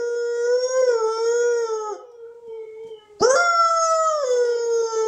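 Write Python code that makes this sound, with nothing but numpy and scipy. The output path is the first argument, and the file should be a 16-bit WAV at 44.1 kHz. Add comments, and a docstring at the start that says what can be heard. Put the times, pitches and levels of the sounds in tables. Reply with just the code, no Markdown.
"""One long, wavering howl from a husky on a bed, close to the microphone in a small, quiet bedroom.
After a pause a hoarse attack with low puffs breaks into a higher register and sinks back. The vocal
folds give three strong harmonics, the muzzle shapes a bright edge above them, and air escapes with
every cycle. A far fainter howl sounds twice from further off, and the bedding thumps and rustles
softly as the dog shifts. The walls answer briefly, over faint room air and mains hum."""
import sys
import numpy as np
from scipy import signal
from scipy.fft import rfft, irfft, next_fast_len
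from scipy.io import wavfile
from scipy.ndimage import uniform_filter1d, map_coordinates

SR = 44100
rng = np.random.default_rng(int(sys.argv[2]) if len(sys.argv) > 2 else 0)


def inscribe(sig):
    """Save sig as 16-bit PCM at rate SR to the path in sys.argv[1].

    A 1-D sig is mono; a 2-D sig holds one channel per row.
    Samples are clipped to [-1, 1] before scaling.
    """
    pcm = np.round(np.clip(np.atleast_2d(sig).T, -1, 1) * 32767)
    wavfile.write(sys.argv[1], SR, pcm.astype(np.int16))


N = 223807
TOP_HZ = 15700  # band limit of the phone


def amp(db):
    """Decibels to gain."""
    return 10 ** (np.asarray(db) / 20)


def along(points, hz):
    """Read (freq_hz, value) points on a log frequency axis."""
    freq_hz, values = np.transpose(points)
    return np.interp(np.log(hz + 1), np.log(freq_hz + 1), values)


def curves(rows):
    """One value per sample for each column after the time."""
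    time_s, *columns = np.transpose(rows)
    return [np.interp(np.arange(N) / SR, time_s, column) for column in columns]


def glide(rows):
    """Curves with rounded corners, as muscles move."""
    return [uniform_filter1d(curve, size=500) for curve in curves(rows)]


def sounding(rows, fade_s):
    """1 during the span of a table, fading quickly outside it."""
    t = np.arange(N) / SR
    outside_s = np.maximum(0, np.maximum(rows[0][0] - t, t - rows[-1][0]))
    return np.exp(-(outside_s / fade_s) ** 2)


def wobble(rate_hz):
    """A smooth random curve through rate_hz knots a second."""
    step = max(1, int(SR / rate_hz / 6))
    coarse = np.arange(0, N + step, step)
    knots = rng.standard_normal(int(N * rate_hz / SR) + 4)
    spline = map_coordinates(knots, [coarse * rate_hz / SR], mode="nearest")
    return np.interp(np.arange(N), coarse, spline)


def filtered(x, response):
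    """Apply a gain that depends on frequency."""
    size = next_fast_len(N + SR // 2)
    return irfft(rfft(x, size) * response(np.fft.rfftfreq(size, 1 / SR)), size)[..., :N]


def coloured(x, colour):
    """Filter by (freq_hz, gain_db) points."""
    return filtered(x, lambda hz: amp(along(colour, hz)))


def noise(colour):
    """Coloured noise of rms 1."""
    x = coloured(rng.standard_normal(N), colour)
    return x / np.sqrt(np.mean(x ** 2) + 1e-20)


def room_tone():
    """Very faint room air with a mains hum."""
    # spectrum of the still room: freq_hz, gain_db
    air_colour = [(25, 0.5), (80, -3), (200, -11), (600, -4.5), (2000, -21.5), (8000, -35), (15000, -19.5)]
    hum = np.sin(2 * np.pi * 119 * np.arange(N) / SR) * (1 + .15 * wobble(5.5))
    return amp(-80) * noise(air_colour) + amp(-82.5) * hum


def bedroom(x):
    """The nearby walls answer with a short tail that lasts longest in the midrange."""
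    # reverberation time: freq_hz, t60_s
    decay = [(120, 0.077), (500, 0.47), (1400, 0.53), (6000, 0.24), (14000, 0.37)]
    hz, t, bands = signal.stft(rng.standard_normal(SR * 3 // 4), SR, nperseg=256)
    tail = signal.istft(bands * amp(-60 * t / along(decay, hz)[:, None]), SR, nperseg=256)[1]
    impulse = np.pad(tail / np.linalg.norm(tail), (200, 0))  # arrives 4.5 ms late
    wet = signal.fftconvolve(x, impulse)[:N]
    # the raised muzzle throws the treble at the walls
    return coloured(wet, [(150, -14), (500, -7), (1400, -8), (3000, -2.5), (6000, -3)])


def puffs(rows, colour, rise_s):
    """Short swells of noise, each falling 40 dB over its length."""
    t = np.arange(N) / SR
    envelope = np.zeros(N)
    for start_s, level_db, length_s in rows:
        age_s = np.maximum(t - start_s, 0)
        envelope += amp(level_db - 40 * age_s / length_s) * (1 - np.exp(-age_s / rise_s))
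    return envelope * noise(colour)


def rustle_and_thumps():
    """Rustling covers and soft low thumps as the dog shifts; stronger low puffs with the hoarse attack."""
    # low thumps and puffs, and small crinkles of cloth: start_s, level_db, length_s
    low_events = [(2.475, -47, 0.067), (2.84, -49.5, 0.16), (3.208, -25.5, 0.058), (3.335, -39, 0.061),
                  (3.41, -51, 0.082)]
    crinkle_events = [(2.115, -54.5, 0.017), (2.345, -61.5, .02), (2.47, -57.5, 0.021), (2.835, -53, 0.025),
                      (2.865, -57.5, 0.097)]
    # fur rubbing on the covers: time_s, level_db
    rustle_levels = [(0, -95), (1.9, -89.5), (2.25, -72), (2.42, -69.5), (2.62, -68.5), (2.78, -66.5),
                     (2.87, -66.5), (2.95, -69), (3.2, -63), (3.43, -55.5), (3.52, -80)]
    # spectra of the low thumps and puffs, the rubbing and the crinkles: freq_hz, gain_db
    low_colour = [(25, -10), (70, -6), (130, 10.5), (230, 11), (400, -18), (900, -20), (3000, -61)]
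    rustle_colour = [(25, -11.5), (80, -2.5), (220, -7.5), (600, -12.5), (1500, -21.5), (4000, -25),
                     (7500, -21.5), (11000, -37), (15000, -48)]
    crinkle_colour = [(500, -5), (3000, -10.5), (7000, -5), (11000, -20.5), (15000, -25)]
    crinkles = puffs(crinkle_events, crinkle_colour, rise_s=.0038)
    rustle_db, = curves(rustle_levels)
    rustle = amp(rustle_db) * noise(rustle_colour)
    return rustle + puffs(low_events, low_colour, rise_s=.0034) + crinkles


def fold_phase(pitch, rough, jitter, waver):
    """Phase of the vocal folds: a slow waver, and cycle jitter that grows with roughness."""
    unsteady = 1 + waver * wobble(35) + jitter * rough * wobble(400)
    hz = uniform_filter1d(pitch, size=500) * unsteady
    return 2 * np.pi * np.cumsum(hz) / SR


def overtones(pitch, phase, active, colour, jaw, drift_db, blur_rad, orders):
    """Upper harmonics through a colour; they share a constant power, trading it as they drift."""
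    samples = np.flatnonzero(active)
    coarse = samples[::64]

    def drift(hop):
        """A random line with a knot every hop samples."""
        knots = np.arange(0, N, hop)
        return np.interp(coarse, knots, rng.standard_normal(len(knots)))

    gains = []
    for k in orders:
        hz = k * pitch[coarse]
        gain_db = along(colour, hz / jaw[coarse]) + drift_db * drift(4400)
        gains.append(amp(gain_db) * (hz < TOP_HZ))
    gains = np.array(gains) / np.linalg.norm(gains, axis=0)
    tone = np.zeros(N)
    for k, gain in zip(orders, gains):
        phase_blur = np.interp(samples, coarse, blur_rad * drift(700))
        tone[samples] += np.interp(samples, coarse, gain) * np.sin(k * phase[samples] + phase_blur)
    return tone


def far_howl(rows, upper_db):
    """A dull, nasal howl from further off; its overtones waver on the way."""
    # resonances of the distant voice: freq_hz, gain_db
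    nasal_colour = [(880, -12), (1000, -20.5), (1350, -24.5), (1780, -46.5), (2220, -22), (2650, -54),
                    (3080, -19), (3550, -40.5), (4500, -57.5), (5400, -43), (6500, -54)]
    pitch, level_db = glide(rows)
    gate = sounding(rows, fade_s=.057)
    phase = fold_phase(pitch, rough=.05, jitter=.15, waver=.0064)
    upper = overtones(pitch, phase, gate > 1e-4, nasal_colour, jaw=np.ones(N),
                      drift_db=8.5, blur_rad=1.5, orders=range(2, 14))
    return np.sqrt(2) * gate * amp(level_db) * (np.sin(phase) + amp(upper_db) * upper)


def distant_howls():
    """Two faint calls well away from the microphone: one sinks, the later, brighter one rises."""
    # course of each call: time_s, pitch_hz, level_db
    sinking = [(1.5, 537, -54), (1.95, 514.7, -47.5), (2.12, 473.7, -47), (2.24, 458, -39),
               (2.41, 474, -46), (2.5, 451.4, -36.5), (2.68, 436.7, -39), (2.88, 451.6, -40.5),
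               (2.95, 431, -35.5), (3.08, 421.3, -41), (3.17, 412, -48.5)]
    rising = [(4.35, 417.6, -44.5), (4.7, 470, -44.5), (4.78, 483, -52.5), (5.07, 526, -45)]
    return far_howl(sinking, upper_db=-21.5) + far_howl(rising, upper_db=-11.5)


def flutter(x, gap_s=.097, scatter_s=.022, shallow_db=-4, width_s=.0043):
    """The lowest tone, around 460 Hz, dips briefly again and again and trembles faintly in between."""
    # the deepest dips, among many shallow, loosely spaced ones: time_s, depth_db
    deep_dips = [(.689, -18.5), (.86, -7), (.996, -19), (1.681, -15), (2.171, -13), (2.343, -12),
                 (2.406, -17), (2.66, -22), (2.898, -19), (3.051, -12), (4.57, -5.5)]
    chance = rng.standard_normal((120, 2))
    shallow_times = gap_s * np.arange(len(chance)) + scatter_s * chance[:, 0]
    shallow_depths = shallow_db * np.abs(1 + .6 * chance[:, 1])
    dips = np.vstack([deep_dips, np.column_stack([shallow_times, shallow_depths])])
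    time_s, depth_db = dips[(dips[:, 0] > 0) & (dips[:, 0] < (N - 1) / SR)].T
    marks = np.bincount(np.round(time_s * SR).astype(int), depth_db, N)
    lag_s = np.arange(-2000, 2001) / SR
    dip_db = signal.fftconvolve(marks, np.exp(-(lag_s / width_s) ** 2), "same")
    tremble = .016 * np.sin(2 * np.pi * 172 * np.arange(N) / SR) + .045 * wobble(100)
    lowest_tone = filtered(x, lambda hz: 1 / (1 + ((hz - 460) / 130) ** 8))
    change = lowest_tone * (amp(dip_db) - 1 + tremble)
    return x + filtered(change, lambda hz: 1 / (1 + ((hz - 470) / 190) ** 8))


def roughness(clear=.011):
    """A clear voice that cracks hoarse for a moment where it starts, stops or changes register."""
    # cracks of the voice: time_s, roughness (0-1), width_s
    cracks = [(1.933, .1, 0.029), (3.21, .4, .018), (3.281, .06, 0.048), (3.353, 0.15, 0.015),
              (4.221, 0.03, 0.098)]
    t = np.arange(N) / SR
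    return clear + sum(rough * np.exp(-((t - time_s) / width_s) ** 2) for time_s, rough, width_s in cracks)


def resonance_gain(hz):
    """A gliding harmonic swells and fades as it passes through the resonances of mouth and room."""
    # response of mouth and room: freq_hz, gain_db
    resonances = [(350, -6), (420, -3), (490, 1.5), (645, -2), (680, -10.5), (890, -13.5), (950, -21),
                  (1000, -19.5), (1035, -12), (1140, -8.5), (1280, 2), (1335, 6), (1400, -2.5), (1440, 3.5),
                  (1505, -8), (1560, 1), (1850, -9), (1950, -2), (2110, -9)]
    # narrow bands that standing waves cancel at the microphone: centre_hz, width_hz, depth_db
    nulls = [(448.8, 4.5, -12.5), (502.5, 1.9, -5.5)]
    null_db = sum(depth * np.exp(-((hz - centre) / width) ** 2) for centre, width, depth in nulls)
    return uniform_filter1d(amp(along(resonances, hz) + null_db), size=500)


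def howl(pitch_rows, effort_rows, edge_rows, throat, *,
         rest_hz, jaw_lift, press_db, edge_db, air_db, drift_db, blur_rad):
    """Three strong low harmonics, a bright edge of overtones shaped by the muzzle, and pulsing air."""
    # balance of the three lowest harmonics at the folds: gain_db
    low_harmonics = [0.5, -1.5, -17]
    # air rushing through the open throat: freq_hz, gain_db
    air_colour = [(300, -21), (550, 3), (1400, -.5), (2000, -23), (2650, -30), (3400, -7.5), (4150, -17),
                  (5400, -1.5), (6000, -7.5), (6800, -2), (7700, -8), (8350, -24), (9300, -16.5),
                  (10300, -28.5), (11600, -21.5), (13000, -45.5), (15500, -42.5)]
    pitch, = curves(pitch_rows)
    voice_db, = glide(effort_rows)
    bright_db, = glide(edge_rows)
    rough = roughness()
    gate = np.maximum(sounding(pitch_rows, fade_s=.004), sounding(edge_rows, fade_s=.004))
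    phase = fold_phase(pitch, rough, jitter=.11, waver=.0013)
    body = np.zeros(N)
    for k, gain_db in enumerate(low_harmonics, 1):
        # pressed folds add press_db with each step up the harmonics
        body += amp(gain_db + press_db * (k - 1)) * resonance_gain(k * pitch) * np.sin(k * phase)
    # the jaw opens as the pitch rises, which shortens the tract and lifts its resonances
    jaw = (pitch / rest_hz) ** jaw_lift
    edge = overtones(pitch, phase, gate > 1e-6, throat, jaw, drift_db, blur_rad, orders=range(4, 30))
    tone = np.sqrt(2) * (amp(voice_db) * body + amp(bright_db + edge_db) * edge)
    tone *= 1 + .87 * rough * wobble(220)  # uneven cycles make the loudness shimmer
    tone *= 1 + np.maximum(rough - .05, 0) * np.sin(phase / 2)  # hoarse cycles alternate strong and weak
    # air escapes once a cycle, more of it when the voice is hoarse
    air = noise(air_colour) * (1 + .5 * np.cos(phase)) * amp(bright_db + air_db) * np.sqrt(rough)
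    return gate * (tone + air)


def husky():
    """Close to the microphone: the long howl, then the hoarse attack that flips into the high howl."""
    # pitch of the vocal folds: time_s, pitch_hz
    long_pitch = [(0, 474.9), (.43, 475.2), (.558, 496.9), (.79, 521.2), (.89, 491.4), (.954, 457.7),
                  (1.032, 437.7), (1.226, 456), (1.352, 474.6), (1.482, 479.9), (1.602, 467), (1.7, 441.9),
                  (1.884, 423.4), (1.916, 410), (1.94, 358.7)]
    attack_pitch = [(3.2, 298.2), (3.218, 354), (3.228, 417.6), (3.25, 460.6), (3.28, 510.3), (3.3, 511.8),
                    (3.35, 561.3), (3.365, 615)]
    high_pitch = [(3.37, 688), (3.412, 700.6), (3.602, 673), (4.08, 637.2), (4.174, 598.4), (4.226, 566.7),
                  (4.25, 504), (4.472, 478.8), (4.808, 458.6), (4.936, 444.5), (5.07, 439.7)]
    # how hard the dog pushes the low harmonics: time_s, gain_db
    long_effort = [(.35, -25.5), (.55, -20.5), (0.651, -25.5), (.85, -19), (1.099, -21), (1.451, -21),
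                   (1.72, -24.5), (1.9, -20.5), (1.951, -33.5)]
    attack_effort = [(3.201, -55), (3.21, -17.5), (3.231, -10.5), (3.251, -14.5), (3.288, -20),
                     (3.303, -13), (3.329, -22.5), (3.343, -16), (3.365, -27.5)]
    high_effort = [(3.356, -20.5), (3.4, -12), (3.56, -17), (3.72, -24.5), (3.85, -19.5), (4.1, -23.5),
                   (4.45, -21.5), (4.6, -24.5), (4.78, -20.5), (5.07, -21)]
    # strength of the bright edge and the air: time_s, gain_db
    long_edge = [(0.02, -44), (0.106, -46), (0.472, -40.5), (0.506, -43), (0.636, -33), (1.106, -45),
                 (1.122, -39), (1.354, -36.5), (1.954, -49), (1.96, -59)]
    attack_edge = [(3.2, -43.5), (3.23, -25), (3.256, -26), (3.274, -37), (3.284, -41.5), (3.302, -20.5),
                   (3.352, -37), (3.365, -32)]
    high_edge = [(3.358, -29.5), (3.562, -34.5), (3.82, -31.5), (4.016, -37.5), (4.072, -35), (4.206, -41),
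                 (4.316, -37), (4.512, -42.5), (4.998, -35.5), (5.07, -40)]
    # throat and muzzle resonances above the third harmonic: freq_hz, gain_db
    long_throat = [(1600, -5), (1950, -3), (2300, -12), (2700, -40), (3100, -17.5), (3500, -9.5),
                   (4100, -31), (4750, -19.5), (5450, 4), (6050, -12.5), (6600, 4.5), (7400, -16),
                   (8100, -20.5), (8600, -24.5), (10300, -49.5), (12000, -39.5), (13000, -46.5),
                   (15500, -57.5)]
    attack_throat = [(1600, 6), (2000, 2.5), (2700, -26.5), (3200, -7), (4200, -34), (4900, -12.5),
                     (5600, 9), (6200, 8), (6900, -1.5), (7800, -8.5), (10000, -29), (11500, -32.5),
                     (15000, -53)]
    high_throat = [(1800, -7), (2300, -14.5), (2700, -31), (3450, -11.5), (4100, -20.5), (4600, -14.5),
                   (5400, 4), (6000, -12), (6650, 2.5), (7600, -11.5), (8400, -34), (9300, -25.5),
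                   (10400, -49), (11700, -40.5), (13000, -53), (13800, -42.5), (15500, -57.5)]
    long = howl(long_pitch, long_effort, long_edge, long_throat, rest_hz=478, jaw_lift=.15,
                press_db=.5, edge_db=-1, air_db=-6, drift_db=5, blur_rad=.06)
    attack = howl(attack_pitch, attack_effort, attack_edge, attack_throat, rest_hz=509.6, jaw_lift=.46,
                  press_db=2.5, edge_db=-1, air_db=-12, drift_db=6.5, blur_rad=.1)
    high = howl(high_pitch, high_effort, high_edge, high_throat, rest_hz=616, jaw_lift=.07,
                press_db=-1.5, edge_db=-1.5, air_db=-1.5, drift_db=6, blur_rad=.067)
    # the muzzle radiates no bass
    return filtered(long + attack + high, lambda hz: 1 - 1 / (1 + (hz / 240) ** 8))


def scene():
    """The near dog, its bedding and the distant howls reach one microphone in the bedroom."""
    near = husky() + rustle_and_thumps()
    far = distant_howls()
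    # the distant overtones arrive mostly by way of the walls
    scattered = coloured(far, [(500, 2.3), (900, 10), (3000, 3.9)])
    walls = bedroom(near + scattered)
    return (flutter(near + far + walls) + room_tone())[None]


def record(dry):
    """The phone keeps nothing above its band limit."""
    return filtered(dry, lambda hz: hz < TOP_HZ)


dry = scene()
out = record(dry)
inscribe(out)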